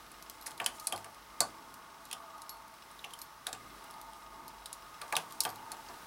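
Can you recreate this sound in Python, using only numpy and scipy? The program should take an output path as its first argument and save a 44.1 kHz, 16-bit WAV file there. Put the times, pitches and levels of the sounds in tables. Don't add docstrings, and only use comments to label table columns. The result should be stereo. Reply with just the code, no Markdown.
import sys
import numpy as np
from scipy import signal
from scipy.fft import rfft, irfft
from scipy.io import wavfile
from scipy.ndimage import uniform_filter1d

SR = 44100
rng = np.random.default_rng(int(sys.argv[2]) if len(sys.argv) > 2 else 0)


def elevation(decibels):
    levels = np.asarray(decibels, float)
    return 10 ** (levels / 20)


def inscribe(sig):
    pcm = np.round(np.clip(np.atleast_2d(sig).T, -1, 1) * 32767)
    wavfile.write(sys.argv[1], SR, pcm.astype(np.int16))


N = 267246

# time in seconds, rumble in dB, casing hum in dB, sliding in dB.
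DRIFT = [(0.0, -63, -58, -66), (0.42, -66, -56, -65), (0.61, -58, -56, -56), (0.81, -65, -54, -56),
         (0.96, -64, -56, -58), (1.2, -87, -57.5, -69), (1.42, -56, -50.5, -62), (1.6, -59.5, -54, -65),
         (1.87, -63, -55.5, -69), (2.58, -70, -51.5, -71), (2.79, -85, -59, -69.5), (3.14, -68, -53.5, -75),
         (3.31, -85, -59, -75), (3.51, -67, -59, -64), (3.66, -57, -52.5, -67), (4.12, -67.5, -52.5, -66),
         (4.46, -56, -54, -64), (4.57, -67, -54.5, -69), (4.79, -88, -54.5, -73), (5.08, -71, -54, -62),
         (5.26, -60.5, -52, -57), (5.7, -59, -51.5, -64), (5.96, -65, -57.5, -63), (6.06, -75, -53, -69)]


def on_log(table, hz):
    table_hz, value = np.transpose(table)
    return np.interp(np.log(np.maximum(hz, 1)), np.log(table_hz), value)


def colour(x, table):
    gain = elevation(on_log(table, np.fft.rfftfreq(len(x), 1 / SR)))
    return irfft(rfft(x) * gain, len(x))


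def band(hz, width_hz):
    f = np.fft.rfftfreq(N, 1 / SR)
    resonance = 1 / (1 + (2 * (f - hz) / width_hz) ** 2)
    y = irfft(rfft(rng.standard_normal(N)) * resonance, N)
    return y / y.std()


def walk(rate_hz):
    hold = int(SR / rate_hz)
    held = np.repeat(rng.standard_normal(N // hold + 1), hold)
    return 2.5 * uniform_filter1d(uniform_filter1d(held, hold), hold)[:N]


def drift_db(column):
    columns = np.transpose(DRIFT)
    return np.interp(np.arange(N) / SR, columns[0], columns[column])


def ring(modes, t):
    hz, db, t60_s = np.transpose(modes)[:, :, None]
    return (elevation(db) * np.sin(2 * np.pi * hz * t) * 1000 ** (-t / t60_s)).sum(axis=0)


def swell(t, rise_s):
    return 1 - np.exp(-t / rise_s)


def peak(x):
    return x / np.abs(x).max()


def burst(t, rise_s, t60_s, spectrum):
    lead = SR // 200
    x = rng.standard_normal(len(t)) * swell(t, rise_s) * 1000 ** (-t / t60_s)
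    coloured = colour(np.pad(x, lead), spectrum)
    return peak(coloured[lead - 8:lead - 8 + len(t)])


def bump(hz, ratio):
    return [(hz / ratio ** 4, -40), (hz / ratio, -8), (hz, 0), (hz * ratio, -8), (hz * ratio ** 4, -40)]


def add(out, start_s, sound):
    i = int(start_s * SR)
    out[i:i + len(sound)] += sound[:N - i]


def casing_hum():
    # centre in Hz, width in Hz, mid in dB, side in dB.
    casing = [(49.4, 9.2, -71, -104), (302, 95, -78.5, -87), (667, 47, -68.5, -85),
              (896.7, 107, -59, -68.5), (1101, 89, -61.5, -68), (1170, 134, -65.5, -71),
              (1237, 45, -61, -88), (1430, 130, -69.5, -87), (1700, 140, -89, -79), (2100, 120, -72.5, -99)]
    hum_db = drift_db(2)
    out = np.zeros((2, N))
    for hz, width_hz, mid_db, side_db in casing:
        sway_db = 0.48 * (hum_db - hum_db.mean()) + 1.26 * walk(5.3)
        own = band(hz, width_hz)
        lean = 0.58 * np.sign(hz - 100)
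        side = lean * own + 0.61 * band(hz, width_hz)
        out += elevation(sway_db) * np.array([elevation(mid_db) * own, elevation(side_db) * side])
    return out


def lens_motor():
    # mode in Hz, level in dB, t60 in seconds.
    motor = [(2580, -63.5, 0.074), (2860, -55.5, 0.035), (3360, -57.5, 0.033), (3870, -54.5, 0.026),
             (5120, -61, 0.069), (5350, -57.5, 0.043), (7810, -71, .3)]
    step_hz, first_s, return_db = 25, 0.0232, -7
    out = np.zeros((2, N))
    step = ring(motor, np.arange(SR // 12) / SR)
    for k in range(int(N / SR * step_hz * 2)):
        start_s = first_s + (k - 1) / step_hz / 2
        mid_db = 3.3 * rng.standard_normal() + return_db * (2 - k % 2)
        side_db = 2 + return_db * (4.5 - k % 2)
        add(out[0], start_s, step * elevation(mid_db))
        add(out[1], start_s, step * elevation(side_db))
    return out


def hiss():
    # frequency in Hz, level in dB per Hz.
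    hiss_mid = [(30, -10), (60, -0.5), (150, 2), (500, 0.5), (1500, 4), (2400, -3.5), (4000, -4.5),
                (6000, -6), (7000, -10.5), (10000, -9), (13000, -12.5), (15700, -11), (16050, -14),
                (16300, -60)]
    # frequency in Hz, level in dB per Hz.
    hiss_side = [(30, 7), (150, -2), (500, -6.5), (1500, -13), (2200, -13), (4000, -29), (6000, -17),
                 (8000, -15.5), (10000, -28), (15500, -42.5)]
    noise = np.array([colour(rng.standard_normal(N), hiss_mid), colour(rng.standard_normal(N), hiss_side)])
    return noise / noise[0].std() * elevation(-56.5 + 0.5 * walk(3.93))


def rumble():
    return elevation(drift_db(1) - 4) * band(296, 270)


def sliding():
    return elevation(drift_db(3) - 8 + 2.0 * walk(40)) * band(8300, 7500)


def ticks():
    # start in seconds, peak in dB, latch ring in Hz, shank minus latch in dB,
    # shank ring in Hz, contact in ms.
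    contacts = [(0.0644, -53, 7810, 2, 3820, 1.2), (0.116, -40.5, 10800, -14, 2390, 2),
                (0.225, -35, 11300, -5, 5700, 0.89), (0.2979, -31, 12300, -15, 3270, 0.8),
                (0.412, -41, 11900, -10, 4030, 1.8), (0.4234, -42, 11700, -14, 5340, 1.5),
                (0.4604, -34, 9400, -9, 4670, 2), (0.464, -32, 9880, -2.5, 5840, 1.2),
                (0.4687, -25, 10100, -19, 5790, 1.1), (0.4766, -36, 9960, -8, 3990, 1.4),
                (0.5084, -36, 9240, -17, 4020, 1.2), (0.5156, -38, 9700, -7, 3100, 1.2),
                (0.577, -39, 10700, -6, 4100, 1.2), (0.6005, -33.5, 9650, 6.5, 2870, 1.6),
                (0.6164, -39, 8400, -13, 2320, 0.82), (0.6434, -32.5, 7550, -4, 4800, 1.2),
                (0.6615, -16, 9650, -5, 3030, 1.4), (0.7444, -54, 9820, 1, 2870, 1.2),
                (0.7966, -40, 6540, -6, 5670, 2.2), (0.7987, -31, 11300, -24, 5580, 1.2),
                (0.8703, -16, 9600, -35, 4840, 1.65), (0.9239, -23.5, 9700, -1, 3020, 1.3),
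                (0.9607, -31.5, 10100, -5, 4300, 1.4), (0.977, -34.5, 10500, -8, 2340, 1.1),
                (1.0094, -51, 8950, -10, 2220, 1.2), (1.044, -36.5, 9150, -9, 2980, 2.2),
                (1.1453, -45, 10200, -12, 2940, 1.2), (1.405, -8, 8280, -14, 4760, 1.07),
                (1.7404, -36.5, 11300, -21, 2320, 1.5), (2.053, -38, 10900, -25, 5120, 1.2),
                (2.089, -50, 11200, -8, 3410, 0.97), (2.1125, -29.5, 9400, -6, 2950, 1.2),
                (2.1284, -24.5, 9800, -7.5, 3130, 2.2), (2.38, -44, 10700, -20, 2830, 1.2),
                (2.4187, -34, 10400, -21, 3830, 1.1), (2.4934, -30.5, 11200, -13, 4000, 1.8),
                (2.5701, -49, 10200, -6, 2740, 1.2), (2.6798, -47, 11000, -13, 5130, 1.2),
                (2.7397, -49, 10600, -11, 2520, 1.3), (2.9133, -43.5, 9200, -21, 3590, 1.6),
                (2.9908, -47.5, 8860, 7, 3600, 1.8), (3.042, -38.5, 11700, 7.5, 2740, 1.25),
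                (3.0467, -40, 10400, -3, 2940, 1), (3.107, -42, 10300, -8, 3180, 1.2),
                (3.1353, -33.5, 10200, -8, 3100, 1.8), (3.1892, -36, 11500, -16, 4520, 1.2),
                (3.2158, -30.5, 10100, -28, 4540, 2.5), (3.4685, -21, 10050, -6, 3700, 0.54),
                (3.4898, -41, 10200, -1.5, 4100, 1.4), (3.5289, -26.5, 7500, -7, 3700, 1.54),
                (3.5496, -43, 8230, -2, 2740, 1.3), (3.8417, -42, 11400, -10, 3330, 1.2),
                (3.9085, -39, 10500, -17, 3400, 1.2), (3.9394, -45, 9820, -7, 3800, 1.2),
                (4.014, -37.5, 11600, -22, 4480, 0.89), (4.133, -45, 8890, -3, 3310, 1.2),
                (4.48, -33, 11500, -26, 4790, 0.77), (4.6583, -29.5, 9430, -8, 3940, 1.4),
                (4.729, -25.5, 10900, -25, 4900, 0.86), (5.016, -30.5, 9300, -6, 3730, 1.26),
                (5.0794, -45, 9170, -8, 3370, 1.2), (5.1253, -25.5, 9500, 1, 2300, 0.91),
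                (5.154, -27.5, 10800, 4.5, 4000, 0.57), (5.1661, -13.5, 9940, -4, 3055, 0.99),
                (5.309, -43.5, 10800, -4, 3800, 1.5), (5.3228, -33, 11600, -16, 3290, 1.2),
                (5.4047, -12, 10400, -10, 4850, 0.94), (5.435, -25, 12200, -16, 3330, 1.6),
                (5.451, -24, 9100, -4.5, 3140, 1.4), (5.491, -34, 11800, -8, 4380, 1.2),
                (5.5017, -35.5, 12000, -14, 4500, 1.2), (5.558, -39, 11700, -11, 3820, 1.5),
                (5.7177, -27, 9900, -6.5, 4470, 1.4), (5.7684, -47, 7330, -7, 2830, 1.3),
                (5.886, -45, 6660, 0, 4790, 1.6), (5.9379, -48, 10600, -6, 4030, 1.4)]
    # frequency in Hz, level in dB per Hz.
    crack_spectrum = [(1470, -32), (2500, -7.5), (3130, -13.5), (4330, 2), (6450, -2), (9770, -2),
                      (13700, -9.5), (15100, -9), (16800, -35)]
    out, t = np.zeros(N), np.arange(SR // 5) / SR
    for start_s, db, latch_hz, shank_db, shank_hz, contact_ms in contacts:
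        contact_s = contact_ms / 1000
        crack = burst(t, contact_s / 4, 6 * contact_s, crack_spectrum)
        rattle = burst(t, 0.0013, 0.057, crack_spectrum)
        latch = burst(t, contact_s / 4, 9 * contact_s, bump(latch_hz, 1.12))
        shank = burst(t, contact_s / 4, 16 * contact_s, bump(shank_hz, 1.19))
        tick = elevation(-3) * crack + elevation(-12) * rattle + elevation(-5) * latch + elevation(shank_db) * shank
        add(out, start_s, elevation(db) * tick)
    return out


def needle_sings():
    # start in seconds, level in dB, mode in Hz, t60 in seconds.
    songs = [(.412, -54, 4050, .1), (.424, -48, 11900, 0.086), (.601, -36, 3110, 0.055),
             (0.873, -42, 10170, .15), (.924, -32, 3153, .08), (1.405, -32, 4876, 0.098),
             (1.404, -31, 4440, 0.14), (2.128, -38, 3144, 0.084), (2.497, -50, 4380, 0.21),
             (2.496, -42, 11600, 0.089), (3.043, -43, 2700, 0.057), (3.044, -47, 5970, 0.063),
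             (3.136, -40.5, 3130, 0.064), (3.19, -48, 11800, 0.069), (3.217, -43, 11840, 0.077),
             (3.865, -54, 2870, .06), (5.403, -43.5, 4450, .2), (5.435, -39, 12100, 0.12),
             (5.436, -40, 9300, 0.07), (5.451, -39.5, 3170, 0.086), (5.491, -50.5, 11800, 0.19),
             (5.585, -51.5, 2900, .06)]
    out, t = np.zeros(N), np.arange(SR // 5) / SR
    for start_s, db, hz, t60_s in songs:
        pair = ring([(hz, db, t60_s), (hz * 1.015, db - 12, 0.84 * t60_s)], t)
        add(out, start_s, pair * swell(t, 0.0023))
    return out


def plate_knocks():
    # start in seconds, peak in dB, main ring in Hz, upper minus lower in dB, t60 in seconds.
    blows = [(0.465, -42, 892, 4.5, 0.2), (0.6, -34.5, 907, 4.5, 0.21), (0.661, -38.5, 962, 7, 0.16),
             (0.87, -45, 1174, -3, 0.18), (0.923, -31, 739, -6, 0.17), (1.044, -45.5, 1166, -0.5, 0.22),
             (1.405, -27, 1170, -4.5, 0.15), (2.127, -45.5, 720, 1.5, 0.18), (3.041, -45.5, 812, -13, 0.23),
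             (3.466, -39.5, 690, 4.5, 0.26), (3.527, -42, 1180, 0, 0.16), (5.014, -41.5, 1170, 4, 0.23),
             (5.124, -30, 848, 0.5, 0.13), (5.165, -33, 958, 4.5, 0.15), (5.402, -45, 948, -7, 0.22),
             (5.451, -30, 739, -2.5, 0.17), (5.716, -44, 1267, -1, 0.37), (5.886, -43.5, 952, -9, 0.28)]
    # frequency in Hz, level in dB per Hz.
    plate_lower = [(88, -38), (150, -16), (551, -9), (742, 0.5), (818, -2), (991, -8), (1180, -0.5),
                   (1320, -19.5), (1500, -9.5), (1950, -51), (3300, -120)]
    # frequency in Hz, level in dB per Hz.
    plate_upper = [(900, -40), (1300, -7), (1600, 1), (2100, -6), (2600, -5), (3500, -27)]
    out, t = np.zeros(N), np.arange(SR // 2) / SR
    for start_s, db, hz, upper_db, t60_s in blows:
        main = ring([(hz, 0, t60_s), (hz * 1.07, -5, t60_s)], t) * swell(t, 0.0039)
        dense = burst(t, 0.0046, 1.07 * t60_s, plate_lower)
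        upper = burst(t, 0.00022, 0.029, plate_upper)
        upper += elevation(-7.5) * burst(t, 0.0012, 0.18, plate_upper)
        add(out, start_s, elevation(db + 0.5) * (elevation(-9) * peak(main) + dense + elevation(upper_db + 1) * upper))
    return out


def table_thumps():
    # start in seconds, level in dB, mode in Hz, t60 in seconds.
    thumps = [
        (0.609, -57, 120.4, 0.34),
        (.94, -51.5, 104.6, .5),
        (1.42, -55, 111, .4),
        (3.52, -56, 110, 0.46),
        (5.161, -52, 159.8, 0.49),
        (5.47, -54.5, 106, 0.57),
    ]
    out, t = np.zeros(N), np.arange(SR // 2) / SR
    for start_s, db, hz, t60_s in thumps:
        add(out, start_s, ring([(hz, db, t60_s)], t) * swell(t, 0.015))
    return out


def room(x):
    # frequency in Hz, t60 in seconds.
    room_t60 = [(200, 0.8), (700, 0.2), (2000, .2), (5000, 0.21), (10000, .17), (16000, .12)]
    t, tail = np.arange(SR // 2) / SR, 0
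    for hz in 150 * 2 ** np.arange(0, 7, 0.5):
        noise = np.array([band(hz, hz / 2)[:len(t)], band(hz, hz / 2)[:len(t)]])
        tail = tail + noise * np.sqrt(hz) * 1000 ** (-t / on_log(room_t60, hz))
    tail = tail * swell(t, 0.00087)
    tail /= np.sqrt((tail[0] ** 2).sum())
    return elevation(-13) * signal.fftconvolve(x[None], tail, axes=1)[:, :N]


def scene():
    # frequency in Hz, level in dB.
    ports = [(300, -17.5), (1000, -16.5), (2500, -19), (4000, -23), (8000, -11.5), (11000, -20.5),
             (16000, -22)]
    camera = casing_hum() + lens_motor() + hiss()
    close = ticks() + needle_sings() + plate_knocks() + table_thumps()
    wet = room(close)
    mid = camera[0] + rumble() + sliding() + close + wet[0]
    side = camera[1] + colour(np.roll(close, 3) + wet[1], ports)
    return np.array([mid + side, mid - side])


def low_pass(x):
    return signal.sosfilt(signal.butter(12, 17150, fs=SR, output="sos"), x)


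def record(dry):
    return low_pass(dry)


dry = scene()
out = record(dry)
inscribe(out)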